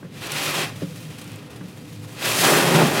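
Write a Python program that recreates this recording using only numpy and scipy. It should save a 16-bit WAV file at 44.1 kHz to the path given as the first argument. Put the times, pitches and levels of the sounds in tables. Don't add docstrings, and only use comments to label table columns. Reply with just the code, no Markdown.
import sys
import numpy as np
from scipy import signal
from scipy.io import wavfile
from scipy.ndimage import uniform_filter1d

SR = 44100
rng = np.random.default_rng(int(sys.argv[2]) if len(sys.argv) > 2 else 0)


def volts(x):
    e = np.asarray(x, float) / 20
    return 10 ** e


def unload_audio(sound):
    columns = np.transpose(np.atleast_2d(sound))
    steps = np.round(np.clip(columns, -1, 1) * 32767)
    wavfile.write(sys.argv[1], SR, steps.astype(np.int16))


N = 132300

# f/Hz, density/(dB per Hz)
HUM_SPECTRUM = [(12, -83), (20, -67), (76, -5.5), (93, -14.5), (113, 4.5), (222, -2.5), (254, -1),
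                (303, -11), (327, -10), (499, -12), (540, -23), (617, -18.5), (2000, -35.5), (2600, -80),
                (4400, -120)]
HUM_LEVEL_DB = -36.5 - 5
# f/Hz, width/Hz, level/dB
HUM_BANDS = [(297.5, 13, -50.5), (407.5, 12, -67.5), (505.7, 31, -54)]
# t/s, lower level/dB, upper level/dB
HUM_LOW_LEVELS = [(0.0, -75, -34), (0.08, -46, -45), (0.15, -64, -75), (0.21, -37, -53), (0.25, -51, -38),
                  (1.12, -40, -39.5), (1.14, -49, -53), (1.36, -41, -40), (1.4, -60, -51),
                  (2.08, -37.5, -44), (2.2, -79, -69), (2.31, -22, -42), (2.36, -40, -50), (2.4, -51, -40)]
# f/Hz, width/Hz, trim added to the level/dB
HUM_LOW_BANDS = [(106.8, 10, -2), (153.7, 29, -1.5)]
HUM_WAVER_DB, HUM_WAVER_S = -1, 0.047

# t/s, level/dB, treble against it/dB, low part against it/dB
SPRAY = [(0, -58, -5, -3), (.1, -57.5, -9, -4), (.16, -46.5, -8, -5.5), (.2, -40.5, -10, -8),
         (.22, -36.5, -9.5, -5.5), (.265, -32, -9, -4), (.29, -34.5, -12, -4.5), (.33, -30.5, -7.5, -6),
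         (.41, -27.5, -9, -6.5), (.44, -29.5, -3, -5), (.49, -25.5, -8.5, -5), (.535, -30, -7, -3),
         (.555, -25.5, -7.5, -5), (.63, -28.5, -10, -5), (.66, -33, -11, -4), (.69, -41.5, -8, 5),
         (.735, -46, -9.5, -4), (.8, -49.5, -3, -1.5), (.825, -41.5, -10, -2), (.86, -49.5, -3, -5.5),
         (1.3, -47, -8, -4.5), (1.54, -53, -9, 1), (1.64, -53.5, -5, 0.5), (2, -51.5, -5.5, -7.5),
         (2.13, -51, -1.5, 2), (2.18, -43.5, -8.5, -4), (2.21, -35.5, -5, -3), (2.225, -28.5, -8, -5.5),
         (2.26, -25.5, -4.5, -4), (2.36, -28, -1, -1.5), (2.41, -24.5, -0.5, -6.5), (2.46, -20.5, -5, 2),
         (2.515, -27, 1, 5), (2.61, -24.5, -4.5, 1), (2.645, -27, -5, 0), (2.7, -27.5, -4, 0),
         (2.81, -24.5, -6, 1), (2.845, -30, -4, 1), (2.93, -31, -4, 1), (3, -26, -7, 1)]
# f/Hz, relative density/(dB per Hz)
GLASS_COLOUR = [(88, -25), (150, -3.5), (231, -9), (361, -1.5), (414, -4.5), (504, -4), (905, -8),
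                (998, -6.5), (1530, -8), (2870, -7.5), (5680, -14), (11500, -17.5), (16000, -25.5)]
# t/s, boost/dB (half to level, half to treble), length/s
SPRINKLES = [(0.754, 7, 0.021), (0.956, 7, 0.024), (1, 6, 0.022), (1.181, 8.5, 0.021),
             (1.212, 13.5, 0.0091), (1.5, 6.5, 0.05), (1.557, 9.5, 0.02), (1.68, 3, .02), (1.77, 5, 0.015),
             (1.926, 5.5, 0.026)]
SPRINKLE_RISE_S = 0.0042
DROPLETS_PER_S, DROPLET_SPREAD_DB = 10000, 1.5
GUST_DB, GUST_S = 1.0, 0.015
TREBLE_REF_DB, TREBLE_FROM_HZ = -4.5, 4700
LOW_REF_DB, LOW_UNDER_HZ = -2, 1600
PANE_HZ, PANE_WIDTH_HZ, PANE_DB = 2545, 416, -11.5

# t/s, level/dB, slope over the modes/(dB per octave),
# scuff against the knock/dB
WIPER_KNOCKS = [(.026, -31, -0.5, -12), (0.048, -33, -1, -11), (0.8193, -21.5, 3.5, -20),
                (.827, -14.5, -13, -35), (1.607, -23.5, -8.5, -15.5), (1.641, -28.5, -6, -32)]
# f/Hz, level/dB, t60/s
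WIPER_MODES = [(180.3, -4.5, 0.24), (288.6, -6.5, 0.14), (387, -12, 0.1), (466, -6.5, 0.049),
               (542, -12, 0.14), (620, -16, 0.076)]
WIPER_RISE_CYCLES = 1.1
SCUFF_RISE_S, SCUFF_T60_S, SCUFF_HZ, SCUFF_WIDTH_HZ = 0.005, 0.08, 1350, 1300

# t/s, level/dB before the common trim
DROPS = [(0.2706, -21.5), (0.3192, -13.5), (1.2424, -31.5), (1.277, -31), (1.3175, -32), (1.3583, -32)]
DROP_T60_S, DROP_TRIM_DB, DROP_LOW_HZ, DROP_TOP_HZ = 0.019, -3.5, 3500, 11000

# t/s, drum on the body level/dB, boom of the roof level/dB,
# slap on the glass level/dB before its trim
SLUGS = [(2.38, -38, -51, -28), (2.412, -35, -27, -24), (2.454, -22, -30, -25), (2.49, -20, -40, -12),
         (2.516, -16.5, -29, -22.5), (2.548, -25.5, -24.5, -12.5), (2.584, -19, -20.5, -24),
         (2.636, -22.5, -31.5, -24.5), (2.65, -23, -23.5, -27), (2.818, -15, -16, -29),
         (2.85, -22.5, -22.5, -25), (2.936, -23.5, -30, -31), (2.978, -22, -23, -24),
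         (3.0, -17.5, -33, -28)]
# f/Hz, relative density/(dB per Hz)
BODY_COLOUR = [(47, -47), (80, -46), (157, -13), (288, 0.5), (319, -4), (360, -1.5), (546, -5), (950, -7),
               (1020, -11.5), (2780, -22), (5000, -29), (6500, -63), (11000, -120)]
SLUGS_PER_S, SLUG_SPREAD_DB, SLUG_RISE_DB_PER_S = 2200, 1.5, 245
BOOM_HZ, BOOM_WIDTH_HZ = 162, 36
SLAP_HZ, SLAP_WIDTH_HZ, SLAP_TRIM_DB = 1200, 2200, -5

# t/s, f/Hz, level/dB
SINKING = [(2.7, 380, -45), (2.76, 350, -25), (2.81, 310, -21), (2.85, 210, -22), (2.89, 140, -27),
           (2.93, 110, -50)]
SINKING_WIDTH_HZ = 93

WATER_LOW_HZ = 101
CABIN_T60_S, CABIN_DB = 0.07, -14


def evened(x):
    return x / np.sqrt(np.mean(x ** 2) + 1e-20)


def curve(table, axis):
    rows = np.array(table)
    return np.interp(np.arange(N) / SR, rows[:, 0], rows[:, axis])


def add(mix, s, sound):
    part = mix[round(s * SR):][:len(sound)]
    part += sound[:len(part)]


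def butter(x, order, hz, kind):
    return signal.sosfilt(signal.butter(order, hz, kind, fs=SR, output="sos"), x)


def butter_both_ways(x, hz, kind):
    return signal.sosfiltfilt(signal.butter(2, hz, kind, fs=SR, output="sos"), x)


def colour(x, spectrum, size=8192):
    f, db = np.transpose(spectrum)
    hz = np.abs(np.fft.fftfreq(size, 1 / SR))
    level_db = np.interp(np.log(hz + 1), np.log(f + 1), db)
    log_gain = np.log(volts(np.maximum(level_db, -100)))
    taps = np.fft.ifft(np.exp(np.conj(signal.hilbert(log_gain)))).real[:size // 2]
    return signal.oaconvolve(x, taps)[:N]


def resonate(x, hz, width):
    turn = np.exp(2j * np.pi * np.cumsum(hz * np.ones(len(x))) / SR)
    r = np.exp(-np.pi * width / SR)
    smooth = signal.lfilter([(1 - r) ** 2], [1, -2 * r, r * r], x / turn)
    return 2 * (turn * smooth).real


def wander(seconds):
    size = max(round(seconds * SR), 1)
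    once = uniform_filter1d(rng.standard_normal(N), size)
    return evened(uniform_filter1d(once, size))


def impacts(per_s, spread_db):
    hit = rng.random(N) < per_s / SR
    size = rng.exponential(1, N)
    sign = rng.choice([-1., 1.], N)
    return hit * sign * volts(spread_db * np.minimum(size, 5))


def hum():
    out = volts(HUM_LEVEL_DB) * evened(colour(rng.standard_normal(N), HUM_SPECTRUM))
    low_bands = [(hz, width, trim_db + curve(HUM_LOW_LEVELS, axis=k + 1))
                 for k, (hz, width, trim_db) in enumerate(HUM_LOW_BANDS)]
    for hz, width, db in low_bands + HUM_BANDS:
        band = evened(resonate(rng.standard_normal(N), hz, width))
        out = out + band * volts(db + HUM_WAVER_DB * wander(HUM_WAVER_S))
    return out


def spray():
    patter = colour(impacts(DROPLETS_PER_S, DROPLET_SPREAD_DB), GLASS_COLOUR)
    patter = patter + volts(PANE_DB) * resonate(patter, PANE_HZ, PANE_WIDTH_HZ)
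    patter = patter / np.std(butter(patter, 4, [1800, 4000], "band"))
    t = np.arange(N) / SR
    boost_db = sum(db * np.clip((t - s) / SPRINKLE_RISE_S, 0, 1) * np.exp(-((t - s) / length) ** 2)
                   for s, db, length in SPRINKLES)
    treble = butter_both_ways(patter, TREBLE_FROM_HZ, "high")
    low = butter_both_ways(patter, LOW_UNDER_HZ, "low")
    treble_db = curve(SPRAY, axis=2) - TREBLE_REF_DB + boost_db / 2
    low_db = np.minimum(curve(SPRAY, axis=3) - LOW_REF_DB, 2)
    tilted = patter + (volts(treble_db) - 1) * treble + (volts(low_db) - 1) * low
    return tilted * volts(curve(SPRAY, axis=1) + GUST_DB * wander(GUST_S) + boost_db / 2)


def knock(slope_db):
    t = np.arange(SR // 4) / SR
    out = np.zeros(len(t))
    for k, (hz, db, t60) in enumerate(WIPER_MODES):
        octaves = np.log2(hz / WIPER_MODES[0][0])
        decay = volts(db + slope_db * octaves - 60 * t / t60)
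        rise = np.minimum(t * hz / WIPER_RISE_CYCLES, 1)
        out += decay * rise * np.sin(2 * np.pi * hz * t + k * k)
    return out


def wipers():
    out, t = np.zeros(N), np.arange(SR // 4) / SR
    for s, db, slope_db, scuff_db in WIPER_KNOCKS:
        scuff = evened(resonate(rng.standard_normal(len(t)), SCUFF_HZ, SCUFF_WIDTH_HZ))
        scuff = scuff * np.minimum(t / SCUFF_RISE_S, 1) * volts(scuff_db - 60 * t / SCUFF_T60_S)
        add(out, s, volts(db) * (knock(slope_db) + scuff))
    return out


def large_drops():
    out, t = np.zeros(N), np.arange(2000) / SR
    for s, db in DROPS:
        noise = rng.standard_normal(len(t))
        add(out, s, volts(db + DROP_TRIM_DB - 60 * t / DROP_T60_S) * noise)
    return butter(out, 1, [DROP_LOW_HZ, DROP_TOP_HZ], "band")


def slugs():
    onset_db = SLUG_RISE_DB_PER_S * np.minimum(np.arange(N) / SR - SLUGS[0][0], 0)
    blows = impacts(SLUGS_PER_S, SLUG_SPREAD_DB)
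    drum = evened(colour(blows, BODY_COLOUR)) * volts(curve(SLUGS, axis=1))
    boom = evened(resonate(blows, BOOM_HZ, BOOM_WIDTH_HZ)) * volts(curve(SLUGS, axis=2))
    slap = evened(resonate(blows, SLAP_HZ, SLAP_WIDTH_HZ)) * volts(curve(SLUGS, axis=3) + SLAP_TRIM_DB)
    return (drum + boom + slap) * volts(onset_db)


def sinking_boom():
    t = np.arange(N) / SR
    blows = impacts(SLUGS_PER_S, SLUG_SPREAD_DB)
    ring = evened(resonate(blows, curve(SINKING, axis=1), SINKING_WIDTH_HZ))
    sounding = (t > SINKING[0][0]) * (t < SINKING[-1][0])
    return ring * volts(curve(SINKING, axis=2)) * sounding


def cabin(x):
    t = np.arange(SR // 8) / SR
    echoes = rng.choice([-1., 1.], len(t)) * (rng.random(len(t)) < 0.3)
    tail = echoes * volts(-60 * t / CABIN_T60_S) * (t > 0.001)
    wet = volts(CABIN_DB)
    reverb = signal.oaconvolve(x, tail / np.linalg.norm(tail))[:N]
    return (x + wet * reverb) / np.sqrt(1 + wet ** 2)


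def scene():
    water = spray() + slugs() + sinking_boom() + large_drops()
    water = butter(water, 4, WATER_LOW_HZ, "high")
    mono = cabin(water) + wipers() + hum()
    return np.array([mono, mono])


def top_cut(x):
    return signal.sosfilt(signal.butter(12, 16230, fs=SR, output="sos"), x)


def record(dry):
    return top_cut(dry)


dry = scene()
out = record(dry)
unload_audio(out)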